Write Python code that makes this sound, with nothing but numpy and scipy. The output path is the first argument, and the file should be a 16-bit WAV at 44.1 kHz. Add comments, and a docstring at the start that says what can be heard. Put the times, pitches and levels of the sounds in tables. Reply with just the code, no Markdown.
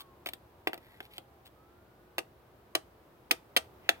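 """Stick on a tree trunk

Outdoors in a garden, close to the microphone, a wooden stick taps, scrapes and then strikes a trunk.
Each contact rings the stick briefly, thocks the bark and crushes its crust; in hard blows the shaft
slaps down a few ms later. The garden returns a faint tail over low town noise and a very distant siren."""
import sys
import numpy as np
from scipy import signal
from scipy.fft import rfft, irfft
from scipy.io import wavfile
from scipy.ndimage import uniform_filter1d

SR = 44100
rng = np.random.default_rng(int(sys.argv[2]) if len(sys.argv) > 2 else 0)


def transcribe(signal):
    """Save signal, clipped to [-1, 1], as a 16-bit WAV file at the path in sys.argv[1]."""
    frames = np.atleast_2d(signal).T
    limited = np.clip(frames, -1, 1)
    pcm = np.round(limited * 32767).astype(np.int16)
    wavfile.write(sys.argv[1], SR, pcm)


N = 176400
T = np.arange(N) / SR
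HIT_T = T[:8192]

# the tip meets the bark (time [s], stick ring [dB], stick tuning [ratio], thock pitch [Hz], thock [dB],
# rattle [dB], rattle tilt [dB/octave], crunch [dB])
TIP_KNOCKS = [(0.2594, -66, 1.4, 2000, -51, -51, -7.5, -28),
              (0.2622, -36, 1.02, 2510, -16.5, -29, -6.5, -42), (.27, -61, 1.3, 774, -39, -34, 5, -32.5),
              (0.288, -49, 0.92, 2280, -30, -35, -3.5, -32.5),
              (.3345, -46.5, 1.1, 1810, -32, -35, -16, -33.5), (.6718, -26.5, 1, 757, -14.5, -18, -7, -32),
              (0.6729, -37, 0.95, 2000, -12, -29.5, -3, -30), (.7318, -33, 1.11, 1740, -22, -32, -6, -37),
              (0.7421, -37, 1, 800, -42, -54, -8, -36), (0.777, -45.5, 1.05, 980, -48, -37, -16, -45.5),
              (1.004, -40, 1.18, 1590, -26.5, -37, -4.5, -41.5),
              (1.181, -39, 1.12, 1670, -38, -37, -5.5, -39),
              (2.1818, -24, 1.03, 745, -19, -23.5, -1.5, -28.5),
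              (2.7502, -22.5, 0.98, 630, -28, -21, -3, -29),
              (3.3098, -20, 1.03, 2390, -5.5, -19.5, -5, -20),
              (3.5642, -19.5, 1, 2230, -7, -15.5, -1.5, -21), (3.89, -22, 1.065, 1750, -3.5, -19, -3, -26)]
# the shaft slaps the bark (time [s], level [dB], pitch [Hz])
SHAFT_SLAPS = [(2.1836, -15, 2740), (2.1899, -15, 2670), (2.753, -3.5, 3080), (3.313, -1, 3230),
               (3.5675, -6.5, 2670), (3.5727, -1.5, 3010), (3.8926, -3, 2750)]
# the tip drags over the bark; the last row is the stick swishing through the air (time [s], length [s], level
# [dB], resonance [Hz], relative grit [dB])
SCRAPES_AND_SWISH = [(-.02, 0.049, -46.5, 1170, 9), (0.765, 0.27, -64, 1910, 2), (1.005, 0.075, -59.5, 2230, 10),
                     (1.094, 0.094, -56, 2300, 10), (1.447, 0.039, -56, 1990, 40), (3.802, 0.2, -61.5, 2330, -18)]
# modes of the stick (frequency [Hz], relative level [dB], T60 [s])
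STICK_MODES = [(297.3, -13, 0.059), (360.7, -7.5, 0.052), (469, -15, 0.072), (637, -17.5, 0.12),
               (698.6, -6.5, 0.043), (879, -14.5, 0.045), (1207, -7, 0.036), (1700, -22, 0.025),
               (1865, -8, 0.039), (2310, -9, 0.03), (2737, 6, 0.012), (4540, -31, 0.01)]
# spectra of loose bark, crust, slap, garden echoes and traffic (frequency [Hz], relative level [dB])
RATTLE_SPECTRUM = [(200, -29.5), (320, -4), (500, -8.5), (780, 3.5), (1000, -13.5), (2000, 2), (3300, 9.5),
                   (5500, -12.5), (16000, -41)]
CRUNCH_SPECTRUM = [(300, -26), (3500, 10), (6500, -10.5), (9000, -3), (16000, -1.5)]
SLAP_SPECTRUM = [(150, -36), (600, -15.5), (1400, -1), (2300, -20), (3300, 10), (6500, -4), (8500, -4),
                 (12000, -6.5), (16000, -23.5)]
GARDEN_SPECTRUM = [(100, -8), (300, 8), (700, 12), (1300, 7), (3000, 0.5), (8000, 5), (16000, 1.5)]
TOWN_SPECTRUM = [(15, -33.5), (28, -26), (60, -1.5), (85, -2), (120, -4), (175, -8), (260, -9), (350, -5),
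                 (450, -7.5), (800, -10), (1250, -14.5), (2000, -22), (4000, -29), (7000, -37),
                 (10500, -35), (13000, -30.5), (16000, -30.5)]
# likeness of the traffic in left and right (frequency [Hz], coherence [0-1])
TOWN_COHERENCE = [(100, 0.95), (300, 0.81), (640, 0.57), (1400, 0.02), (3000, 0.04)]
# traffic at the microphone (time [s], level [dB])
TOWN_LEVELS = [(0, -59.5), (1.7, -60.5), (3.4, -59.5), (3.95, -56)]
# hums from the town (frequency [Hz], width [Hz], level [dB])
TOWN_HUMS = [(122.8, 6.3, -74.5), (356, 6.9, -73)]
# the distant siren (time [s], pitch [Hz], level [dB])
SIREN_WAIL = [(0, 1125, -61.5), (0.249, 1016, -74), (1, 869, -72), (1.459, 770, -68), (1.5, 1104, -92),
              (1.571, 1250, -68), (1.851, 1433, -75.5), (2.15, 1497, -78), (2.301, 1510, -86)]

# position at the microphone: delay and level of the left channel against the right
TIP_POSITION, SHAFT_POSITION = dict(lag_s=.00014, pan_db=1.2), dict(lag_s=.00045, pan_db=-.6)


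def knocks():
    """Close up: the stick rings, the bark gives a dead thock, loose plates rattle, the crust crunches."""
    out, size = np.zeros((2, N)), len(HIT_T)
    hardest_db = max(row[5] for row in TIP_KNOCKS)
    thock_cycles, doubling_db = 10.7, 23
    for start, ring_db, tuning, thock_hz, thock_db, rattle_db, tilt_db, crunch_db in TIP_KNOCKS:
        ring = sum((-1) ** k * undb(db) * fade(t60, rise_s=.0016) * sine(hz * tuning)
                   for k, (hz, db, t60) in enumerate(STICK_MODES))
        thock = -fade(thock_cycles / thock_hz, rise_s=.00022) * sine(thock_hz)
        linger = 2 ** ((rattle_db - hardest_db) / doubling_db)  # softer blows die sooner
        rattle = colour(rng.standard_normal(size), RATTLE_SPECTRUM, tilt_db)
        rattle *= fade(t60_s=.043 * linger, rise_s=.00015)
        crunch = colour(grit(size), CRUNCH_SPECTRUM) * fade(t60_s=.045 * linger, rise_s=.00015)
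        bark = undb(thock_db) * thock + undb(rattle_db) * rattle + undb(crunch_db) * crunch
        place(out, start, undb(ring_db) * ring + bark, **TIP_POSITION)
    return out


def slaps():
    """The shaft lands, hard wood on hard bark: a sharp click, a very short ring and a spray of chips."""
    out, crack = np.zeros((2, N)), click(SLAP_SPECTRUM)
    for start, db, hz in SHAFT_SLAPS:
        ring = fade(t60_s=.0051) * sine(hz)
        chips = colour(grit(len(HIT_T)), SLAP_SPECTRUM) * fade(t60_s=.024)
        slap = undb(3) * crack + undb(-4.5) * ring + undb(-19.5) * chips
        place(out, start, undb(db) * slap, **SHAFT_POSITION)
    return out


def scrapes(catch_s=.0015, catch_db=3):
    """The tip catches and slips on the crust: uneven clumps of fine cracks through a broad resonance. The same
    rough noise, faint and bright, makes the swish of the stick swinging near 3.8 s."""
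    out, span = np.zeros((2, N)), N // 8
    clump = np.arange(span) // int(catch_s * SR)
    for start, length, db, hz, grit_db in SCRAPES_AND_SWISH:
        cracks = grit(span) * undb(catch_db * rng.standard_normal(span))[clump]
        rub = resonate(cracks, hz, hz / 2) + undb(grit_db) * colour(cracks, CRUNCH_SPECTRUM)
        size = int(length * SR)
        stroke = unit(rub[:size]) * signal.windows.tukey(size, .6)
        place(out, start, undb(db) * stroke, **TIP_POSITION)
    return out


def garden(stick, bounce_s=.02, bounce_top_hz=1550):
    """Around the microphone: scatter from close by, a faint longer tail, a dull bounce off the ground."""
    t, out = T[:N // 6], []
    dull = signal.butter(2, bounce_top_hz, fs=SR, output="sos")
    for channel in stick:
        echoes = [colour(rng.standard_normal(len(t)), GARDEN_SPECTRUM) * fade(t60_s, rise_s=.0037, t=t)
                  for t60_s in (.066, .19, .012)]
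        near, far, ground = (echo / np.linalg.norm(echo) for echo in echoes)
        ground = signal.sosfilt(dull, np.roll(ground, int(bounce_s * SR)))
        response = undb(-14.5) * near + undb(-21) * far + undb(-21) * ground
        out.append(signal.fftconvolve(channel, response)[:N])
    return np.array(out)


def town():
    """Far traffic, centred in the bass and wide above, with two wavering hums and a thin hiss."""
    coherence = np.interp(np.arange(N // 2 + 1) * SR / N, *np.array(TOWN_COHERENCE).T)
    spectrum = gains(TOWN_SPECTRUM, N)
    mid, side = (irfft(rfft(rng.standard_normal(N)) * spectrum * np.sqrt(share), N)
                 for share in (1 + coherence, 1 - coherence))
    level = undb(np.interp(T, *np.array(TOWN_LEVELS).T))
    hum = sum(undb(db) * resonate(rng.standard_normal(N), hz, width) for hz, width, db in TOWN_HUMS)
    return level * unit(np.array([mid + side, mid - side])) + hum


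def siren(flutter_depth=.54):
    """Very far off, a wail sinks slowly and climbs again, fluttering on its many paths to the garden."""
    times, hz, db = np.array(SIREN_WAIL).T
    phase = 2 * np.pi * np.cumsum(np.interp(T, times, hz)) / SR
    flutter = np.array([unit(uniform_filter1d(uniform_filter1d(noise, size=2000), size=2000))
                        for noise in rng.standard_normal((2, N))])
    return undb(np.interp(T, times, db)) * (np.sin(phase) + flutter_depth * flutter * np.cos(phase))


def undb(db):
    """Decibels to gain."""
    return 10 ** (np.asarray(db) / 20)


def unit(x):
    """Scale to rms 1."""
    return x / np.sqrt(np.mean(x ** 2))


def gains(points, size, tilt_db=0):
    """Gain per frequency bin from (frequency [Hz], level [dB]) points, tilted per octave about 1.5 kHz."""
    octave = np.log2(np.maximum(np.arange(size // 2 + 1) * SR / size, 1))
    hz, db = np.array(points).T
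    return undb(np.interp(octave, np.log2(hz), db) + tilt_db * (octave - np.log2(1500)))


def colour(x, points, tilt_db=0):
    """Give a noise a spectrum; rms 1."""
    return unit(irfft(rfft(x) * gains(points, len(x), tilt_db), len(x)))


def click(points):
    """The shortest causal click with this spectrum; energy 1."""
    size = len(HIT_T)
    cepstrum = irfft(np.log(gains(points, size)))
    pulse = irfft(np.exp(rfft(2 * cepstrum * (np.arange(size) < size // 2))))
    return pulse / np.linalg.norm(pulse)


def resonate(x, hz, width_hz):
    """Pass twice through one resonance; rms 1."""
    peak = signal.iirpeak(hz, hz / width_hz, fs=SR)
    return unit(signal.lfilter(*peak, signal.lfilter(*peak, x)))


def sine(hz):
    """A pure tone for one hit."""
    return np.sin(2 * np.pi * hz * HIT_T)


def fade(t60_s, rise_s=1e-9, t=HIT_T):
    """Quick rise and exponential decay."""
    return (1 - np.exp(-t / rise_s)) * np.exp(-np.log(1000) * t / t60_s)


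def grit(size, spread_db=4.5):
    """Dense tiny cracks of very unequal strength."""
    return rng.standard_normal(size) * undb(spread_db * np.minimum(rng.exponential(size=size), 5))


def place(out, start, sound, lag_s, pan_db):
    """Mix a sound in, reaching the left side of the microphone a little late."""
    for channel, delay, db in ((0, lag_s, pan_db / 2), (1, 0, -pan_db / 2)):
        onset = int(round((start + delay) * SR))
        part = sound[max(-onset, 0):N - onset]
        first = max(onset, 0)
        out[channel, first:first + len(part)] += undb(db) * part


def scene(low_cut_hz=242):
    """Stick and trunk up close, with hardly any bass; the garden around them, the town far behind."""
    low_cut = signal.butter(5, low_cut_hz, "high", fs=SR, output="sos")
    stick = signal.sosfilt(low_cut, knocks() + slaps() + scrapes())
    return stick + garden(stick) + town() + siren()


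def record(dry):
    """The recorder cuts the top above 15.9 kHz."""
    return signal.sosfilt(signal.ellip(10, .2, 70, 15900, fs=SR, output="sos"), dry)


dry = scene()
out = record(dry)
transcribe(out)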